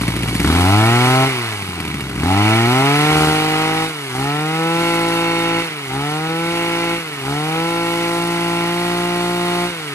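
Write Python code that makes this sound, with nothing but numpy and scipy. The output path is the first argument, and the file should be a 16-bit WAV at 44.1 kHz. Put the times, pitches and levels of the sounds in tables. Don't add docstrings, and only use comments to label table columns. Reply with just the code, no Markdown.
import sys
import numpy as np
from scipy import signal
from scipy.fft import rfft, irfft, next_fast_len
from scipy.io import wavfile
from scipy.ndimage import uniform_filter1d

SR = 44100
rng = np.random.default_rng(int(sys.argv[2]) if len(sys.argv) > 2 else 0)


def to_wav(sig):
    pcm = np.clip(np.atleast_2d(sig), -1, 1) * 32767
    pcm = np.round(pcm).astype(np.int16)
    wavfile.write(sys.argv[1], SR, pcm.T)


N = 438354
TIME = np.arange(N) / SR
SIZE = 2 * next_fast_len(N // 2 + 8192)
FREQS = np.maximum(np.arange(SIZE // 2 + 1) * SR / SIZE, 1)

# opens t/s, shuts t/s, speed the engine heads for [turns/s], then changes in level/dB
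# of exhaust, intake, clatter, whine, hiss, overtones of the engine note, and the level/dB of the bark
TRIGGER_PULLS = [(0.408, 1.289, 147.2, -.5, -0.6, 0.5, -4, 1, -2.1, -4),
                 (2.181, 3.891, 186, 0.1, .5, 2.5, -2, -0.15, 1.2, 8),
                 (4.133, 5.644, 177.3, -0.27, 0, 1, 1.5, -0.96, 0.054, 0.5),
                 (5.9, 6.992, 179.7, -0.44, -0.47, 1, 2, -0.27, 0.079, -2),
                 (7.232, 9.704, 184, -2.07, 0.3, 0, -1, 0.027, 0.27, -7)]
# t/s, new speed to head for [turns/s],
# one turn in so many is skipped [count, 0 for none]
SPEED_NUDGES = [(.554, 105.4, 0), (.651, 144, 0), (2.28, 132.9, 0), (2.654, 168.7, 0), (3.1, 157, 2),
                (3.32, 157, 3), (3.551, 164, 3), (4.82, 167.6, 3), (6.52, 169, 3), (7.68, 171.3, 3),
                (8.08, 172, 3), (8.3, 170.5, 3), (8.65, 181, 3), (8.8, 175.6, 3)]
# speed [turns/s], level/dB of crank multiples 1, 2 and 3
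OPEN_NOTE = [(80, -22.5, -26, -23.5), (104, -18, -25.5, -22.5), (126, -22, -24, -26.5),
             (162, -24, -26.5, -30.5), (146, -23, -28.5, -15.5), (176.8, -25, -20, -33.5),
             (170.7, -21.5, -22.5, -37)]
# speed [turns/s], level/dB of crank multiples 1, 2 and 3
SHUT_NOTE = [(58, -35, -31.5, -34.5), (73, -35, -28.5, -40), (107, -30.5, -43, -41.5),
             (121, -31, -36, -31.5), (152, -34.5, -36.5, -37)]
# f/Hz, level/dB
MUFFLER_RESPONSE = [(35, -6.5), (58, 2), (115, 6), (170, 9), (228, 0), (285, 13.5), (345, 5.5), (400, 5),
                    (450, -2.5), (560, -11), (800, -13.5), (1400, -3), (3000, -34.5)]
# f/Hz, level/dB
AIRBOX_RESPONSE = [(300, -31), (570, -6), (670, 0.5), (705, 10.5), (800, 11.5), (930, 3.5), (1000, 8.5),
                   (1050, 6.5), (1150, -2), (1270, 2.5), (1350, 5), (1420, -0.5), (1650, -9.5),
                   (3500, -30.5)]
# t/s (before a tiny delay), crack level/dB, thump level/dB
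LONE_FIRINGS = [(0.011, -18, -15), (0.079, -14, -12.5), (0.163, -17, -15.5), (0.232, -17, -16),
                (0.284, -17, -16), (0.351, -16, -14.5), (0.400, -15, -13), (0.446, -16, -15),
                (1.523, -19, -31), (1.622, -23, -28), (1.686, -25, -23), (1.801, -18, -23),
                (1.851, -22, -27), (1.878, -21, -22), (1.942, -21, -18.5), (2.006, -18.5, -20),
                (2.093, -23, -21), (2.154, -23, -22), (2.198, -22, -20)]
# f/Hz, level/dB
FIRING_RING = [(50, -23), (110, 5.5), (200, 6.5), (350, -2.5), (450, -26), (560, -11), (800, -23),
               (1300, -21), (1700, -27), (2300, -26), (3300, -47), (9000, -65)]
# f/Hz, width [Hz], level/dB
FIN_RESONANCES = [(1752, 58, -1.5), (1919, 38, 2), (2030, 35, 9.5), (2212, 32, 9.5), (2305, 170, 3.5),
                  (2767, 45, -1), (2850, 83, -17), (3630, 16, 1.5), (4230, 45, -5), (2280, 540, -20)]
# multiple of the crank rate [count], level/dB
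CLUTCH_WHINE = [(9, -6.5), (10, -21), (11, -12), (12, -9.5), (13, -5.5), (14, -19), (15, -22), (17, -39)]
# speed [turns/s], level/dB within the whine
FAN_TONE = [(95, -6), (115, 0.5), (136, -2), (150, -23), (165, -7.5), (176, -11)]
# f/Hz, level/dB
RUSH_COLOUR = [(150, -2), (300, -14.5), (420, 3.5), (560, -14), (760, -5), (1100, -2.5), (1400, -3),
               (1650, -2.5), (2200, -4.5), (2800, -6), (3300, -14.5), (6000, -18.5)]
# f/Hz, level/dB
HISS_COLOUR = [(1500, -24.5), (3000, 2), (4400, 3.5), (5300, 0), (7000, -1), (8300, 0.5), (9200, 5),
               (9700, -3.5), (10200, -27), (10800, -1), (11700, 1), (12600, -11)]
SOURCE_LEVELS = {"exhaust": (-26.5, -32, 6, 4, -2.5, 2), "intake": (-23, -34.5, -3.5, -7.5, 0.5, 0),
                 "clatter": (-28, -30.5, 1, -3.5, 0.5, -2), "whine": (-32, -35, 5, -1, 2, -5),
                 "hiss": (-37, -39, 0, -2.5, 1.5, 1.5)}
# t/s, level/dB
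MIC_NEARNESS = [(0, 4), (.83, 4.5), (1.3, 5), (1.6, 0), (2.1, -0.5), (2.7, 2.5), (3.22, 4), (3.42, 1.5),
                (4.15, -2), (4.9, 0.5), (5.55, -0.8), (6.0, -3), (6.9, -2), (8.4, -1.5), (9.9, -1)]
# delay [s], gain [ratio]
REFLECTIONS = [(.00104, 0.055), (.0031, 0.23), (.0047, 0.13), (.0069, -0.2), (.0094, 0.09)]
# f/Hz, side against mid level/dB
STEREO_WIDTH = [(60, -37), (260, -27), (420, -14.5), (680, -7), (1100, -8), (1780, -10), (2890, 4),
                (4690, -0.5), (7000, -7.5), (9200, -1.5), (10800, 12), (12300, -89)]
# f/Hz, left against right level/dB
STEREO_LEAN = [(60, 1), (97, 2), (160, 1.5), (260, 0.5), (420, 0.5), (680, -3.5), (1100, 5.5), (1780, -1.5),
               (2890, -4), (4690, -1.5), (7600, 0.5), (12300, 0.0)]

IDLE_SPEED, COAST_TOWARD_SPEED, USUAL_SPEED = 58, 28.25, 150
SPEED_LAG_S, COAST_LAG_S = .374, .78
OPEN_S, BLOOM_S, SHUT_S, OPEN_LEAD_S, SHUT_LEAD_S = 0.1, 0.26, 0.093, 0.031, 0.055
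STUMBLE_S = .13
WANDER_DB, WANDER_STEP_S = 0.94, .12


def exhaust(times, skips, idling):
    sizes = from_db(-8.5 * skips) * scatter(times, 0.51 + 2.5 * idling)
    puffs = clicks(stagger(times, .00003 + 0.0008 * idling), sizes)
    spill = clicks(times, 0.049 * sizes * idling)
    flutter = fade(spill, decay_s=.014) * rng.standard_normal(N)
    return even(through(puffs + flutter, MUFFLER_RESPONSE))


def engine_note(x, angle, levels_db):
    for multiple, db in enumerate(levels_db, 1):
        rotor = np.exp(1j * multiple * angle)
        present = 2 * (smooth(x * rotor.real) - 1j * smooth(x * rotor.imag))
        wanted = np.sqrt(2) * from_db(db) * present / (abs(present) + 1e-9)
        x = x + np.real((wanted - present) * rotor)
    return x


def intake(times, skips, throttle, lugging):
    sizes = from_db(-5.0 * skips) * scatter(times, spread_db=0.6)
    gulps = clicks(stagger(times - .0008, spread_s=.00002), sizes)
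    gulps = duct(gulps, round_trip_s=0.002369, bounce=0.3)
    deep_ring = from_db(13.0) * resonate(gulps, hz=654, width_hz=13)
    honk = even(through(gulps, AIRBOX_RESPONSE) + lugging * deep_ring)
    leak = jet(times, skips, AIRBOX_RESPONSE, steady=0.043, decay_s=0.0022, spread_db=1.5)
    return throttle * honk + from_db(-3.0) * (1 - throttle) * leak


def duct(x, round_trip_s, bounce):
    loop = np.zeros(round(round_trip_s * SR) + 1)
    loop[0], loop[-1] = 1, -bounce
    return signal.lfilter(loop[::-1], loop, x)


def bark(times, idle):
    corners = np.cumsum([0, 0.013, 0.12, 0.091])  # attack, hold and release in seconds
    envelope = 0
    for start, *_, db in TRIGGER_PULLS:
        envelope = envelope + from_db(db) * np.interp(TIME - start, corners, [0, 1, 1, 0])
    ring = resonate(clicks(times, scatter(times, spread_db=0.5)), hz=809, width_hz=81)
    return from_db(-32) * (1 - idle) * envelope * even(ring)


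def pops():
    at, crack_db, thump_db = np.transpose(LONE_FIRINGS)
    thumps = clicks(at + 0.00234, from_db(thump_db))
    cracks = clicks(at + 0.00102, from_db(crack_db))
    spit = fade(cracks, decay_s=0.0057) * rng.standard_normal(N)
    ring = sum(from_db(db) * resonate(cracks, hz, width_hz) for hz, width_hz, db in FIN_RESONANCES)
    body = from_db(39) * through(thumps, FIRING_RING) + from_db(24) * ring
    gas = from_db(4.5) * through(spit, RUSH_COLOUR) + from_db(-7) * through(spit, HISS_COLOUR)
    return body + gas


def clatter(times, skips, idling):
    top = stagger(times, .000018 + 0.00013 * idling)
    bottom = stagger(times[:-1] + .45 * np.diff(times), spread_s=.00008)
    out = 0
    for k, (hz, width_hz, db) in enumerate(FIN_RESONANCES):
        slaps = clicks(top, from_db(-4.0 * skips) * scatter(top, spread_db=5.0))
        slaps = slaps + clicks(bottom, 0.49 * scatter(bottom, spread_db=8.0))
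        out = out + (-1) ** k * from_db(db) * resonate(slaps, hz, width_hz)
    return even(out)


def fin_ring():
    return even(resonate(rng.standard_normal(N), hz=2225, width_hz=55))


def whine(angle, fan_db):
    fan = flutter_gain() * np.sin(16 * angle)
    clutch = sum(from_db(db) * flutter_gain() * np.sin(k * angle) for k, db in CLUTCH_WHINE)
    buzz = sum(flutter_gain() * np.sin(k * angle) for k in range(21, 27))
    cover = resonate(buzz, hz=3690, width_hz=52) + from_db(-2) * resonate(buzz, hz=4350, width_hz=65)
    return from_db(fan_db) * fan + clutch + from_db(-12.0) * cover


def flutter_gain():
    return 1 + .35 * even(smooth(rng.standard_normal(N)))


def jet(times, skips, colour, steady, decay_s, spread_db):
    spurts = fade(clicks(times, from_db(-5.0 * skips) * scatter(times, spread_db)), decay_s)
    noise = even(steady + spurts) * rng.standard_normal(N)
    return even(reflect(through(noise, colour)))


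def reflect(x):
    out = x
    for delay_s, gain in REFLECTIONS:
        out = out + gain * np.interp(TIME - round(delay_s * SR) / SR, TIME, x, left=0)
    return out


def crank_speed():
    moves = [(start, aim, SPEED_LAG_S) for start, _, aim, *_ in TRIGGER_PULLS]
    moves += [(at, aim, SPEED_LAG_S) for at, aim, _ in SPEED_NUDGES]
    moves += [(shut, COAST_TOWARD_SPEED, COAST_LAG_S) for _, shut, *_ in TRIGGER_PULLS]
    speed = np.full(N, float(IDLE_SPEED))
    for at, aim, lag_s in sorted(moves):
        i = int(at * SR)
        speed[i:] = aim + (speed[i] - aim) * np.exp(-TIME[:N - i] / lag_s)
    return speed


def openings(attack_s):
    rows = []
    for start, shut, *_ in TRIGGER_PULLS:
        rise = np.clip((TIME - start + OPEN_LEAD_S) / attack_s, 0, 1)
        fall = np.clip(1 - (TIME - shut + SHUT_LEAD_S) / SHUT_S, 0, 1)
        rows.append(rise * fall)
    return np.array(rows)


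def skip_stretches():
    moves = [at for at, *_ in SPEED_NUDGES] + [shut for _, shut, *_ in TRIGGER_PULLS]
    topped = [(at, min(m for m in moves if m > at), every) for at, _, every in SPEED_NUDGES if every]
    return topped + [(start, start + STUMBLE_S, 2) for start, *_ in TRIGGER_PULLS]


def skipped(times):
    count = np.arange(len(times))
    pattern, locked = np.zeros(len(times)), np.zeros(len(times))
    for start, end, every in skip_stretches():
        inside = (times > start) & (times < end)
        pattern += inside & (count % every == 0)
        locked += inside & (every > 2)
    stray = (rng.random(len(times)) < .13) * (1 - locked)
    return np.maximum(pattern, 0.52 * stray)


def skip_amount(wanted):
    chosen = [(start, end) for start, end, every in skip_stretches() if wanted(every)]
    return smooth(sum(1.0 * ((TIME > start) & (TIME < end)) for start, end in chosen))


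def levels(speed, idle, opening):
    load = opening.sum(axis=0)
    near_db = along(MIC_NEARNESS, TIME)[0]
    skipping = skip_amount(lambda every: every > 2)
    stumbling = skip_amount(lambda every: every == 2)
    state = np.array([load, 1 - load, np.log2(speed / USUAL_SPEED), idle, skipping, stumbling])
    *extras_db, overtones_db, _ = np.transpose(TRIGGER_PULLS)[3:] @ opening
    db = {}
    for (name, law), extra_db in zip(SOURCE_LEVELS.items(), extras_db):
        db[name] = near_db + np.array(law) @ state + extra_db + wander()
    db["note"] = near_db + load * along(OPEN_NOTE, speed) + (1 - load) * along(SHUT_NOTE, speed)
    db["note"][0] += -3 * skipping
    db["note"][1:] += overtones_db
    return db


def wander():
    knots = rng.standard_normal(400)
    return WANDER_DB * np.interp(TIME / WANDER_STEP_S, np.arange(len(knots)), knots)


def from_db(db):
    return 10 ** (np.asarray(db) / 20)


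def along(rows, control):
    at, *columns = np.transpose(rows)
    return np.array([np.interp(control, at, column) for column in columns])


def gains(points):
    hz, db = np.transpose(points)
    return from_db(np.interp(np.log(FREQS), np.log(hz), db))


def through(x, points):
    low_end = (points[0][0] / 10, points[0][1] - 60)
    high_end = (points[-1][0] * 2, points[-1][1] - 20)
    cepstrum = irfft(np.log(gains([low_end, *points, high_end])))
    cepstrum[1:SIZE // 2] *= 2
    cepstrum[SIZE // 2 + 1:] = 0
    return irfft(rfft(x, SIZE) * np.exp(rfft(cepstrum)))[:N]


def resonate(x, hz, width_hz):
    r = np.exp(-np.pi * width_hz / SR)
    feed = np.array([1, 0, -1]) * (1 - r * r) / 2
    back = [1, -2 * r * np.cos(2 * np.pi * hz / SR), r * r]
    return signal.lfilter(feed, back, x + 1e-18)


def smooth(x):
    return uniform_filter1d(uniform_filter1d(x, size=2200), size=2200)


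def even(x):
    return x / np.sqrt(np.maximum(smooth(x * x), 1e-16))


def clicks(times, sizes):
    at, out = np.clip(times * SR, 0, N - 2), np.zeros(N)
    np.add.at(out, at.astype(int), sizes * (1 - at % 1))
    np.add.at(out, at.astype(int) + 1, sizes * (at % 1))
    return out


def fade(x, decay_s):
    return signal.lfilter([1], [1, -np.exp(-1 / (decay_s * SR))], x + 1e-18)


def scatter(times, spread_db):
    return from_db(spread_db * np.clip(rng.standard_normal(len(times)), -2, 2))


def stagger(times, spread_s):
    return times + spread_s * rng.standard_normal(len(times))


def microphones(direct, diffuse):
    mid = rfft(direct, SIZE)
    port_lag_s = .000136
    quarter_cycle = 1j * np.sign(np.sin(2 * np.pi * FREQS * port_lag_s))
    side = gains(STEREO_WIDTH) * (quarter_cycle * mid + rfft(diffuse, SIZE))
    lean = np.sqrt(gains(STEREO_LEAN))
    return irfft([(mid + side) * lean, (mid - side) / lean])[:, :N]


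def scene():
    speed, opening = crank_speed(), openings(OPEN_S)
    turns = np.cumsum(speed) / SR
    angle = 2 * np.pi * turns
    times = np.interp(np.arange(1, int(turns[-1])), turns, TIME)
    skips = skipped(times)
    idle = np.interp(speed, [65, 100], [1, 0])
    idling = np.interp(times, TIME, idle)
    db = levels(speed, idle, opening)
    throttle = np.interp(openings(BLOOM_S).sum(axis=0), [0, 1], [.06, 1])
    lugging = np.interp(speed, [130, 145], [1, 0])

    puffs = from_db(db["exhaust"] + 5.5) * exhaust(times, skips, idling)
    muffler = engine_note(puffs, angle, db["note"])
    honk = from_db(db["intake"] - 1.08) * intake(times, skips, throttle, lugging) + bark(times, idle)

    metal = from_db(db["clatter"] - 5.0) * clatter(times, skips, idling)
    fan_db = along(FAN_TONE, speed)[0] - 0.5 * (1 - throttle)
    metal += from_db(db["whine"]) * whine(angle, fan_db)
    ring_amount = np.maximum(lugging, 1 - throttle)
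    metal += from_db(db["clatter"] - 10.5) * ring_amount * fin_ring()

    rush, far_rush = (from_db(db["clatter"] - 4.0)
                      * jet(times, skips, RUSH_COLOUR, steady=1.0, decay_s=0.0023, spread_db=2.0)
                      for _ in range(2))
    hiss, far_hiss = (from_db(db["hiss"] + 1.5)
                      * jet(times, skips, HISS_COLOUR, steady=0.59, decay_s=0.012, spread_db=3.5)
                      for _ in range(2))
    direct = muffler + honk + metal + rush + hiss + pops()
    return microphones(direct, 1.86 * far_rush + 0.99 * far_hiss)


def record(dry):
    rounded = dry / (1 + (dry / .94) ** 6) ** (1 / 6)
    treble_cut = signal.cheby2(14, 70, 13900, fs=SR, output="sos")
    return signal.sosfilt(treble_cut, rounded)


dry = scene()
out = record(dry)
to_wav(out)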